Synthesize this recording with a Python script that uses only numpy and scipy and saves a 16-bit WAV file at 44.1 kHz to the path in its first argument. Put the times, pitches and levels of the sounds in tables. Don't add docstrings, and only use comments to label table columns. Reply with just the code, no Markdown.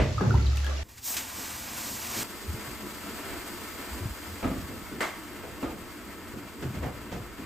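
import sys
import numpy as np
from scipy import signal
from scipy.fft import rfft, irfft, next_fast_len
from scipy.io import wavfile

SR = 44100
rng = np.random.default_rng(int(sys.argv[2]) if len(sys.argv) > 2 else 0)


def int16_out(signal):
    q = np.round(np.clip(np.atleast_2d(signal).T, -1, 1) * 32767)
    wavfile.write(sys.argv[1], SR, q.astype(np.int16))


N = 328545
T = np.arange(N) / SR
SIZE = next_fast_len(N + SR // 2, real=True)
HZ = np.arange(SIZE // 2 + 1) * SR / SIZE + 1e-3

AT_STONES_S, ACROSS_ROOM_S = 0.832, 2.233
BUBBLE_CYCLES = 36

# pitch_hz, level_db
WOOD_BOOM = [(25, -46), (50, -3.5), (75, -3.5), (120, -9.5), (170, -19), (400, -73)]
WOOD_BODY = [(90, -24), (190, 2.5), (290, -3), (420, -8), (650, -30), (1500, -69)]
# pitch_hz, width_hz, level_db
BOARD_RING = [(138, 13, 8.6), (160, 16, 0.76), (318, 80, 1.5), (490, 16, 5), (720, 28, 5), (844, 260, 4.9),
              (1274, 190, 7.1)]
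# start_s, boom_db, body_db, clack_db, ring_db, board_pitch_hz
KNOCKS = [(3.786, -65, -55, -51, -41, 275), (4.426, -38, -38, -36, -35, 258),
          (4.44, -35, -35, -39.5, -22.5, 264.7), (4.506, -44, -43, -51, -27.5, 262),
          (4.915, -68, -40.5, -52, -37, 308), (5.626, -48, -39, -37.5, -24, 270.4),
          (5.65, -54, -40.5, -50, -31, 285.3), (6.333, -47.5, -43, -51, -38, 293.4),
          (6.622, -61, -42, -48, -33.5, 334.5), (7.385, -72, -44, -70, -38.5, 263)]


def undb(db):
    return 10 ** (np.asarray(db) / 20)


def together(gains):
    return 10 * np.log10(sum(g ** 2 for g in gains) + 1e-18)


def filtered(x, gain):
    return irfft(rfft(x, SIZE) * gain, SIZE)[..., :N]


def colour(points):
    hz, db = np.transpose(points)
    return undb(np.interp(np.log(HZ), np.log(hz), db))


def resonances(table):
    return undb(sum(db / (1 + (2 * (HZ - hz) / width) ** 2) for hz, width, db in table))


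def below(hz, order=8):
    return 1 / np.sqrt(1 + (HZ / hz) ** order)


def unit(x, band):
    power = np.abs(rfft(x.mean(0), SIZE)[(HZ > band[0]) & (HZ < band[1])]) ** 2
    return x / np.sqrt(2 * power.sum() / SIZE / N)


def walk(rate):
    knots = rng.standard_normal(2048)
    return 1.15 * np.interp(T * rate, np.arange(len(knots)), knots)


def between(start, end):
    fade_s = 0.004
    return np.clip((T - start) / fade_s, 0, 1) * np.clip((end - T) / fade_s, 0, 1)


def swell(s, rise, t60, hold=0):
    fading = np.maximum(T - s - rise - hold, 0)
    return np.clip((T - s) / rise, 0, 1) * undb(-60 * fading / t60)


def add(out, s, x):
    i = max(int(s * SR), 0)
    out[..., i:i + x.shape[-1]] += x[..., :N - i]


def pops(rate, spread_db):
    out = np.zeros(N)
    at = np.flatnonzero(rng.random(N) < rate / SR)
    size = np.clip(rng.standard_normal(N)[at], -3, 2.5)
    sign = 2 * rng.integers(0, 2, N)[at] - 1
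    out[at] = sign * undb(spread_db * size)
    return out


def room(x, wet_db, t60, width):
    t = T[:SR // 4]
    mid, side = rng.standard_normal((2, len(t))) * undb(-60 * t / t60) * (t > .002)
    echo = (mid + width * np.array([side, -side])) * undb(wet_db) / np.linalg.norm(mid)
    echo[:, 0] += 1
    return signal.oaconvolve(x[None], echo, axes=1)[:, :N] / np.sqrt(1 + undb(2 * wet_db))


def blows(rows, tone, width):
    out, t, first = np.zeros((2, N)), T[:SR // 2], slice(0, 2000)
    gain = np.interp(np.fft.rfftfreq(len(t), 1 / SR), HZ, tone)
    for s, db, rise, t60 in rows:
        shape = np.minimum(t / rise, 1) * undb(-60 * np.maximum(t - rise, 0) / t60)
        mid, side = irfft(rfft(rng.standard_normal((2, len(t)))) * gain) * shape
        mid, side = mid / mid[first].std(), side / side[first].std()
        add(out, s, undb(db) * (mid + width * np.array([side, -side])))
    return out


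def wood(table, ring):
    # pitch_hz, level_db
    wood_clack = [(250, -3.5), (550, 8.5), (850, -1), (1300, -6), (2200, -6.5), (4000, -16.5),
                  (9000, -29.5), (15000, -47)]
    s, boom_db, body_db, clack_db, rise, t60 = np.transpose(table)
    boom_part = blows(zip(s, boom_db, rise, t60 * 2.0), colour(WOOD_BOOM) * ring, width=0.21)
    body = blows(zip(s, body_db, rise * 1.08, t60 * 1.43), colour(WOOD_BODY) * ring, width=0.15)
    clack = blows(zip(s, clack_db, rise * .5, t60 * 1.09), colour(wood_clack) * ring, width=0.54)
    return boom_part + body + clack


def draught():
    # pitch_hz, level_db
    draught_colour = [(25, -13), (65, 4.5), (110, -2.5), (180, -16), (500, -45), (2000, -80)]
    level_db, width = -55, 0.18
    mid, side = filtered(rng.standard_normal((2, N)), colour(draught_colour))
    return undb(level_db) * (mid + width * np.array([side, -side])) / mid.std()


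def boom():
    # pitch_hz, t60_s with the ladle in the water, t60_s once it is lifted out
    boom_modes = [(69, 0.33, 2), (108.1, 1, 0.6), (136.6, 1, 0.34)]
    # start_s, lowest_mode_db, second_mode_db, third_mode_db
    pushes = [(-.02, -21, -28.5, -29.5), (.145, -32, -29.5, -38), (.255, -40, -22, -26.5),
              (.335, -22, -47, -30), (.45, -23.5, -29.5, -55)]
    ladle_out_s, rise_s = 0.356, 0.02
    out, stirred = 0, T < ladle_out_s
    starts, *levels = np.transpose(pushes)
    for (hz, damped_t60, free_t60), push_db in zip(boom_modes, levels):
        lost_db = np.cumsum(60 / np.where(stirred, damped_t60, free_t60)) / SR
        swells = []
        for s, db in zip(starts, push_db):
            lost_since_push = np.maximum(lost_db - np.interp(s + rise_s, T, lost_db), 0)
            swells.append(np.clip((T - s) / rise_s, 0, 1) * undb(db - lost_since_push))
        detune = np.where(stirred, .03, .008) * walk(25.0)
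        tone = np.sin(2 * np.pi * np.cumsum(hz * (1 + detune)) / SR)
        out = out + undb(together(swells)) * tone
    return np.sqrt(2) * out


def bubble(hz, t60, glide):
    rise_cycles = 1.7
    t = T[:SR // 6]
    pitch = hz * (1 + glide * np.minimum(2 * t / t60, 2))
    envelope = (1 - np.exp(-t * hz / rise_cycles)) * undb(-60 * t / t60)
    return np.sin(2 * np.pi * np.cumsum(pitch) / SR) * envelope


def trickle(count=16):
    start_s, length_s, level_db = 0.6, .14, -39.5
    out = np.zeros(N)
    for when, pitch, size in rng.random((count, 3)):
        hz = 1200 * 2.4 ** (pitch ** 2)
        gain = undb(level_db + 6.4 * size - 5.6 * when)
        add(out, start_s + length_s * when, gain * bubble(hz, BUBBLE_CYCLES / hz, 0.05))
    return out


def drips(count=60):
    # start_s, level_db, pitch_hz, pitch rise per half t60 (share), t60_s
    bubbles = [(0.18, -20, 1237, 0.057, 0.064), (0.207, -25.5, 1634, .03, 0.035),
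               (.208, -21, 820, .03, 0.039), (.209, -18, 1150, .03, 0.022),
               (0.3075, -16, 1335, 0.23, 0.022), (.341, -14.5, 824, 0.2, 0.02),
               (.349, -25, 990, .06, 0.034), (.374, -34.5, 1960, 0.13, 0.05), (.395, -37, 1340, .04, 0.065),
               (.424, -31, 4400, 0.09, 0.014), (.458, -34, 4700, .04, 0.024),
               (0.466, -25.5, 3900, 0.05, 0.015), (.471, -34, 3100, .05, .016),
               (.498, -34, 5240, .02, 0.012), (0.509, -40, 1270, .01, 0.05),
               (.53, -36, 1256, 0.0091, 0.063), (.551, -41, 1300, .02, 0.054), (.553, -37, 2000, .05, .02),
               (.577, -28, 2640, 0.036, 0.022), (.645, -29.5, 1640, 0.019, 0.04),
               (0.665, -26, 3100, .12, 0.016), (.666, -28.5, 1620, 0.093, 0.054),
               (0.708, -35, 1160, 0.042, 0.094), (.731, -38, 586, .03, 0.099), (.753, -38, 1240, .03, .05),
               (.765, -33, 3420, .08, 0.015), (.771, -35, 5100, .08, .014), (.777, -33, 2790, 0.06, 0.025),
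               (.784, -34, 5400, .03, .014), (.789, -37, 654, .02, 0.082)]
    gulps = [(.107, -40, 612, .02, .15), (.207, -25, 485, .03, 0.065), (.211, -18, 180, 0.044, 0.14),
             (.217, -21.5, 370, .04, 0.13), (.236, -33, 790, .03, 0.046), (.256, -28, 490, .03, 0.05),
             (.274, -34, 580, .04, 0.067), (.356, -30, 367, .08, 0.098), (.41, -33, 426, 0.044, .08),
             (.432, -30, 345, .05, .07)]
    # start_s, level_db before the filters
    drops = [(0.209, -46), (.308, -45), (.559, -33), (0.571, -26), (0.645, -30), (.665, -32), (0.696, -44)]
    # pitch_hz, level_db, t60_s
    bucket_echo = [(606, -1, .3), (1330, 4.5, 0.49), (1800, 0, .2), (2800, -7, .15)]
    splash_db, splash_s = -15, 0.0018
    plops, ticks, t = trickle(), np.zeros(N), T[:SR // 50]
    for s, db, hz, glide, t60 in bubbles:
        add(plops, s, undb(db) * bubble(hz, t60, glide))
        splash = rng.standard_normal(len(t)) * np.exp(-t / splash_s)
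        add(ticks, s, undb(db + splash_db) * min(hz / 3500, 1) * splash)
    for s, db, hz, glide, t60 in gulps:
        add(plops, s, undb(db) * bubble(hz, t60, glide))
    for s, db in drops:
        add(ticks, s, undb(db) * rng.standard_normal(len(t)) * np.exp(-t / 0.0028))
    for when, pitch, size in rng.random((count, 3)):
        hz = 1800 * 3.7 ** pitch
        gain = undb(-53 + 11 * size ** 2)
        add(plops, when * AT_STONES_S, gain * bubble(hz, BUBBLE_CYCLES / hz, 0.055))
    hollow = 1
    for hz, db, t60 in bucket_echo:
        hollow = hollow + undb(db) / (1 + 2j * np.pi * (HZ - hz) * t60 / np.log(1000))
    wet = filtered(plops + filtered(ticks, below(7700, order=3)), hollow)
    return room(wet, wet_db=-7, t60=0.38, width=1.1)


def bucket():
    # pitch_hz, level_db
    slosh_colour = [(200, 1), (350, 1.5), (700, -2.5), (1600, -5), (2500, -7), (4500, -8), (7000, -11),
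                    (9000, -27.5), (12000, -22), (15000, -60)]
    # pitch_hz, width_hz, level_db
    bucket_ring = [(205, 46, -1.5), (382, 17, 5), (621, 39, 10.5), (790, 49, 0), (1260, 64, 5),
                   (2040, 270, 4.5), (2640, 420, 4)]
    # start_s, boom_db, body_db, clack_db, then rise_s and t60_s, scaled per part
    bumps = [(0.0, -25, -29.5, -28.5, 0.00075, 0.33), (0.208, -37, -31.5, -46, 0.00045, 0.31),
             (0.265, -35, -34, -55, 0.017, 0.39), (0.342, -29.5, -38.5, -58, 0.0033, 0.48),
             (0.694, -63, -64, -44.5, 0.0011, 0.13)]
    # start_s, level_db, rise_s
    strokes = [(.16, -37, 0.069), (.645, -45.5, 0.035)]
    stroke_t60_s, steady_swirl_db, spray_db = 0.97, -50.5, -49
    ring = resonances(bucket_ring)
    stroke_gains = [undb(db) * swell(s, rise, stroke_t60_s) for s, db, rise in strokes]
    swirl_db = together([undb(steady_swirl_db)] + stroke_gains)
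    splashing = room(pops(2500, spread_db=2.5), wet_db=-3.5, t60=0.35, width=1.6)
    water = filtered(splashing, colour(slosh_colour) * ring ** 0.24)
    low = below(1260)
    swirl = unit(filtered(water, low), (250, 2000)) * undb(swirl_db)
    spray = unit(filtered(water, 1 - low), (3000, 8000)) * undb(spray_db)
    return boom() + swirl + spray + drips() + wood(bumps, ring)


def thuds():
    # start_s, level_db, pitch_hz at the start, rise_s, t60_s
    heel_thuds = [(2.473, -24.5, 87, 0.025, 0.13), (2.526, -35, 204, .005, 0.13),
                  (2.54, -28, 119, .007, .06), (2.672, -35, 132, .012, 0.072), (2.699, -38, 62, .015, .15),
                  (3.902, -31.5, 73, 0.032, .14), (4.003, -27.5, 100, .022, .22),
                  (4.052, -21, 113, 0.007, 0.058), (4.098, -29.5, 64, .016, .15),
                  (4.262, -37.5, 86.6, 0.017, .2), (4.313, -38, 96, .02, .15),
                  (4.429, -35, 72, 0.0092, .15), (4.575, -33, 112, .01, 0.11),
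                  (4.612, -32.5, 85.5, .012, .2), (6.641, -28, 144, 0.013, 0.16),
                  (6.648, -30, 89, 0.0059, .15), (6.765, -31, 86, 0.015, 0.11),
                  (6.795, -27, 83, 0.015, 0.19), (7.198, -32, 108, 0.0087, 0.086)]
    body_db = -30
    sag, sag_s = 0.14, 0.034
    out, t = np.zeros(N), T[:SR // 2]
    for s, db, hz, rise, t60 in heel_thuds:
        pitch = hz * (1 - sag * (1 - np.exp(-t / sag_s)))
        add(out, s, undb(db) * np.sin(2 * np.pi * np.cumsum(pitch) / SR) * swell(0, rise, t60)[:len(t)])
    body_rows = [(s, db + body_db, rise, t60) for s, db, _, rise, t60 in heel_thuds]
    body = blows(body_rows, colour(WOOD_BODY), width=0.43)
    return room(out, wet_db=-21, t60=0.54, width=1.0) + body


def boards():
    # multiple of its pitch, level_db relative to the ring, t60_s
    board_modes = [(1, 1.5, 0.23), (1.19, -6, 0.22), (1.85, -14.5, .25), (2.55, -18, .3), (3.2, -18, 0.2),
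                   (4.5, -21, 0.44), (4.85, -9, .07)]
    delay_s, rise_cycles = 0.0035, 2.1
    out, t = np.zeros(N), T[:SR // 2]
    for s, *_, db, hz in KNOCKS:
        detune = 1 + .01 * rng.standard_normal(len(board_modes))
        for (ratio, mode_db, t60), d in zip(board_modes, detune):
            cycles = hz * ratio * d * t
            envelope = undb(db + mode_db - 60 * t / t60) * np.minimum(cycles / rise_cycles, 1)
            add(out, s + delay_s, envelope * np.sin(2 * np.pi * cycles))
    return room(out, wet_db=-11, t60=0.37, width=0.52)


def scuffs():
    # start_s, scrape_db, body_db, grit_db, rise_s
    sole_scuffs = [(4.69, -50, -43.5, -62, 0.011), (5.43, -44, -50.5, -60, 0.011),
                   (6.62, -49, -42, -47.5, 0.0068), (6.735, -46, -46, -51.5, .018),
                   (6.82, -37.5, -40.5, -50, 0.013), (6.85, -40, -43.5, -57, 0.01),
                   (7.112, -41.5, -39.5, -48, 0.014), (7.145, -50, -48, -62, 0.012)]
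    # pitch_hz, level_db
    scrape_colour = [(250, 0.5), (550, 7), (850, -2), (1300, -7), (2200, -7.5), (4000, -30), (9000, -38)]
    grit_colour = [(600, -18), (1500, 5), (2600, 0), (4500, -7), (7000, -9), (14000, -26)]
    boom_over_body_db = -4.5
    s, scrape_db, body_db, grit_db, rise = np.transpose(sole_scuffs)
    ring = resonances(BOARD_RING)
    t60, grit_t60 = np.full(len(s), 0.38), np.full(len(s), 0.23)
    boom_rows = zip(s, body_db + boom_over_body_db, rise, t60 * 2.7)
    boom_part = blows(boom_rows, colour(WOOD_BOOM) * ring, width=0.13)
    body = blows(zip(s, body_db, rise, t60 * 0.94), colour(WOOD_BODY) * ring, width=0.11)
    scrape = blows(zip(s, scrape_db, rise, t60), colour(scrape_colour) * ring, width=0.42)
    grit = blows(zip(s, grit_db, rise, grit_t60), colour(grit_colour), width=0.6)
    return boom_part + body + scrape + grit


def drags():
    # start_s, level_db, hold_s
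    sole_drags = [(6.636, -38, 0.12), (6.836, -35.5, 0.018)]
    # pitch_hz, level_db
    drag_colour = [(60, -28), (105, -10), (145, -4), (190, -10), (260, -24), (600, -49)]
    rise_s, t60_s = 0.0089, 0.28
    jolts = room(pops(600, spread_db=-2.5), wet_db=-9, t60=0.23, width=0.27)
    judder = unit(filtered(jolts, colour(drag_colour)), (60, 300))
    return judder * sum(undb(db) * swell(s, rise_s, t60_s, hold) for s, db, hold in sole_drags)


def feet():
    rise_s, t60_s = 0.0051, 0.4
    knocks = [(*row[:4], rise_s, t60_s) for row in KNOCKS]
    return thuds() + wood(knocks, resonances(BOARD_RING)) + boards() + scuffs() + drags()


def slap(ring):
    # pitch_hz, level_db
    slap_colour = [(100, -26), (200, -15), (400, -1), (700, 2), (1200, -2), (2100, -1.5), (3200, -9),
                   (5000, -16.5), (8000, -14.5), (11000, -20.5), (15000, -26)]
    # pitch_hz, width_hz, level_db
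    slap_ring = [(373, 49, 7), (1170, 98, 4.5), (2080, 180, 5), (2500, 250, -5)]
    hand, far_wall = (5.005, -29, 0.0019, 0.28), (5.021, -34, 0.0028, 0.56)  # start_s, level_db, rise_s, t60_s
    return blows([hand, far_wall], colour(slap_colour) * ring * resonances(slap_ring), width=0.41)


def surges():
    # start_s, length_s, simmer_change_db, boil_change_db
    stone_surges = [(1.145, 0.03, -2, 3), (1.2, 0.055, -1, 1.5), (1.395, 0.054, 3, -1),
                    (1.71, 0.056, 4, 1.5), (1.76, 0.027, 0, 2), (1.885, .04, 2, 2.5), (1.908, 0.11, 1, -5),
                    (2.06, 0.035, 1, 1), (2.184, 0.11, 0.5, -0.5), (2.59, 0.086, 1.5, 0),
                    (2.676, 0.032, 0, 1.5), (2.844, 0.096, 5.5, 3), (3.04, 0.092, 1.5, 2),
                    (3.23, 0.066, 1.5, 0.5), (3.32, 0.22, 2, 2.5), (3.747, 0.029, 7.5, 0.5),
                    (3.803, 0.042, 5, 0.5), (3.956, 0.038, 5, -0.5), (4.095, 0.049, 1, -1.5),
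                    (4.294, 0.34, -1.5, -0.5)]
    change_db = 0
    for s, length, *changes in stone_surges:
        bump = np.exp(-np.minimum((2 * (T - s) / length) ** 2, 20))
        change_db = change_db + np.outer(changes, bump)
    return change_db


def sizzle(steam_db, boil_db, simmer_db, tilt_db, tone, width, rate, wet_db, flutter_db, count=3):
    low, high, top = below(512), below(3570), below(5400, order=4)
    mid, side = (pops(rate * 9, spread_db=3.0) for _ in range(2))
    steam = mid + np.array([side, -side])
    boil = sum(room(pops(rate / count, spread_db=3.0), wet_db, t60=0.27, width=0.63) for _ in range(count))
    simmer = room(pops(rate / 5, spread_db=2.5), wet_db - 3.5, t60=0.21, width=0.73)
    steam = unit(filtered(steam, tone * np.sqrt(1 - high ** 2)), (4000, 8500))
    boil = unit(filtered(boil, tone * high * np.sqrt(1 - low ** 2)), (700, 2600))
    simmer = unit(filtered(simmer, tone * low), (170, 480))
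    dull, tilt = filtered(steam, top), undb(tilt_db)
    steam = dull / tilt + (steam - dull) * tilt
    sputter_db = flutter_db * walk(60)
    simmer_change, boil_change = surges()
    steam = steam * undb(steam_db + sputter_db)
    boil = boil * undb(boil_db + boil_change + sputter_db + 0.55 * walk(13))
    simmer = simmer * undb(simmer_db + simmer_change + 1.4 * walk(14))
    out = steam + boil + simmer
    side = filtered((out[0] - out[1]) / 2, colour(width))
    return out.mean(0) + np.array([side, -side])


def cabin():
    # pitch_hz, width_hz, level_db
    cabin_ring = [(214, 34, 4), (285, 45, 2.5), (368, 35, 3), (625, 70, 4), (935, 67, 4), (1120, 61, 4),
                  (1295, 90, 5.5), (1600, 100, 2.5), (1810, 100, 3.5), (2060, 90, 3), (2230, 140, 2.5),
                  (2750, 150, 2), (3310, 180, 3.5), (4640, 170, 4), (4950, 220, 3.5), (7500, 360, 1.5)]
    # pitch_hz, level_db
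    far_colour = [(30, -7), (70, 3), (150, -6), (220, 4.5), (360, 4.5), (550, -9), (1300, -7.5),
                  (2100, -10.5), (4000, -18.5), (6000, -19), (7800, -13.5), (11000, -13.5), (15000, -16.5)]
    # pitch_hz, side_db
    far_width = [(80, 3), (250, -17.5), (700, 0.5), (1300, -6), (2400, -4), (4400, 2), (7500, -14.5),
                 (15000, -50)]
    drying_s, drying_tau_s, seep_db_per_s = 3.89, 1.68, 0.6
    steam_wet_db, steam_dry_db, boil_wet_db, boil_dry_db, simmer_db = -49.5, -58.5, -44.5, -49, -45.5
    tilt_db, pan_db, gain_db = -2, 1.2, -0.59
    ring = resonances(cabin_ring)
    wetness = np.exp(-np.maximum(T - drying_s, 0) / drying_tau_s)
    steam_db = steam_dry_db + (steam_wet_db - steam_dry_db) * wetness
    boil_db = boil_dry_db + (boil_wet_db - boil_dry_db) * wetness
    boil_db = boil_db - seep_db_per_s * np.maximum(drying_s - T, 0)
    stones = sizzle(steam_db, boil_db, simmer_db, tilt_db, colour(far_colour) * ring,
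                    far_width, rate=2200, wet_db=5.0, flutter_db=0.88)
    panned = undb(gain_db) * stones * undb([[pan_db / 2], [-pan_db / 2]])
    return panned + feet() + slap(ring)


def pour():
    # start_s, level_db ahead of the gain below, rise_s, t60_s
    gushes = [(.881, -58.5, 0.009, 1.1), (1.025, -47, 0.074, 4.9), (1.31, -47, 0.064, 7.7),
              (1.7, -45.5, 0.082, 19), (2.06, -41.5, 0.13, 9.1)]
    # start_s, level_db, rise_s, t60_s
    gouts = [(0.963, -49.5, 0.021, 0.13), (1.166, -32, 0.0018, 0.23)]
    # pitch_hz, level_db
    near_colour = [(30, -15), (80, -3), (150, -9), (220, 0.5), (330, -4), (480, -9), (900, -4),
                   (1400, -5.5), (2500, -6.5), (3500, -10.5), (5000, -9.5), (7500, -7.5), (11000, -7.5),
                   (15000, -11)]
    # pitch_hz, side_db
    near_width = [(200, -16), (400, -5), (700, 3), (1300, -2), (2400, -55), (5800, -50), (7800, -35),
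                  (15000, -29)]
    damp_stone_db, damp_simmer_db = -65, -62
    steam_over_boil_db, simmer_over_boil_db = 1.5, -5
    damp_steam_db = -1.5
    soak_s = 0.14
    flash_s, flash_db, flash_rise_s, flash_hold_s, flash_t60_s = 0.999, -39, 0.058, 0.086, 0.27
    wet_tilt_db, flash_tilt_db = -1.5, 3
    gain_db = 1.64
    boil_db = together([undb(damp_stone_db)] + [undb(db) * swell(s, rise, t60) for s, db, rise, t60 in gushes])
    flash = swell(flash_s, flash_rise_s, flash_t60_s, flash_hold_s)
    flash = flash * np.clip((T - flash_s) / flash_rise_s, 0, 1)
    soaked = np.clip((T - flash_s) / soak_s, 0, 1) ** 2
    boil_steam_db = boil_db + steam_over_boil_db + damp_steam_db * (1 - soaked)
    steam_db = together([undb(boil_steam_db), undb(flash_db) * flash])
    simmer_db = together([undb(damp_simmer_db), undb(boil_db + simmer_over_boil_db) * soaked])
    stones = sizzle(steam_db, boil_db, simmer_db, wet_tilt_db + flash_tilt_db * flash ** 2, colour(near_colour),
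                    near_width, rate=2600, wet_db=5, flutter_db=0.35)
    spit_colour = colour([(400, -18), (1500, 5.0), (4000, 5.0), (8000, 6.0), (15000, 0)])
    return undb(gain_db) * stones + blows(gouts, spit_colour, width=0.043)


def scene():
    lap = .003
    at_bucket = bucket() * between(-1, AT_STONES_S + lap)
    at_stones = pour() * between(AT_STONES_S, ACROSS_ROOM_S + lap)
    across_room = cabin() * between(ACROSS_ROOM_S, 10)
    return at_bucket + at_stones + across_room + draught()


def record(dry):
    # pitch_hz, turn_radians
    phase_turn = [(0, 0), (7200, 0.1), (8700, 1.57), (10200, 3.14), (11700, 4.7), (12700, 6.1),
                  (14300, 6.5), (15100, 7.85), (15800, 9.0)]
    top_hz = 15500
    turn = np.interp(HZ, *np.transpose(phase_turn))
    left = filtered(dry[0], np.exp(-1j * turn)) * undb(-0.25)
    top_cut = signal.ellip(10, .2, 80, top_hz, fs=SR, output="sos")
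    return signal.sosfilt(top_cut, np.array([left, dry[1]]))


dry = scene()
out = record(dry)
int16_out(out)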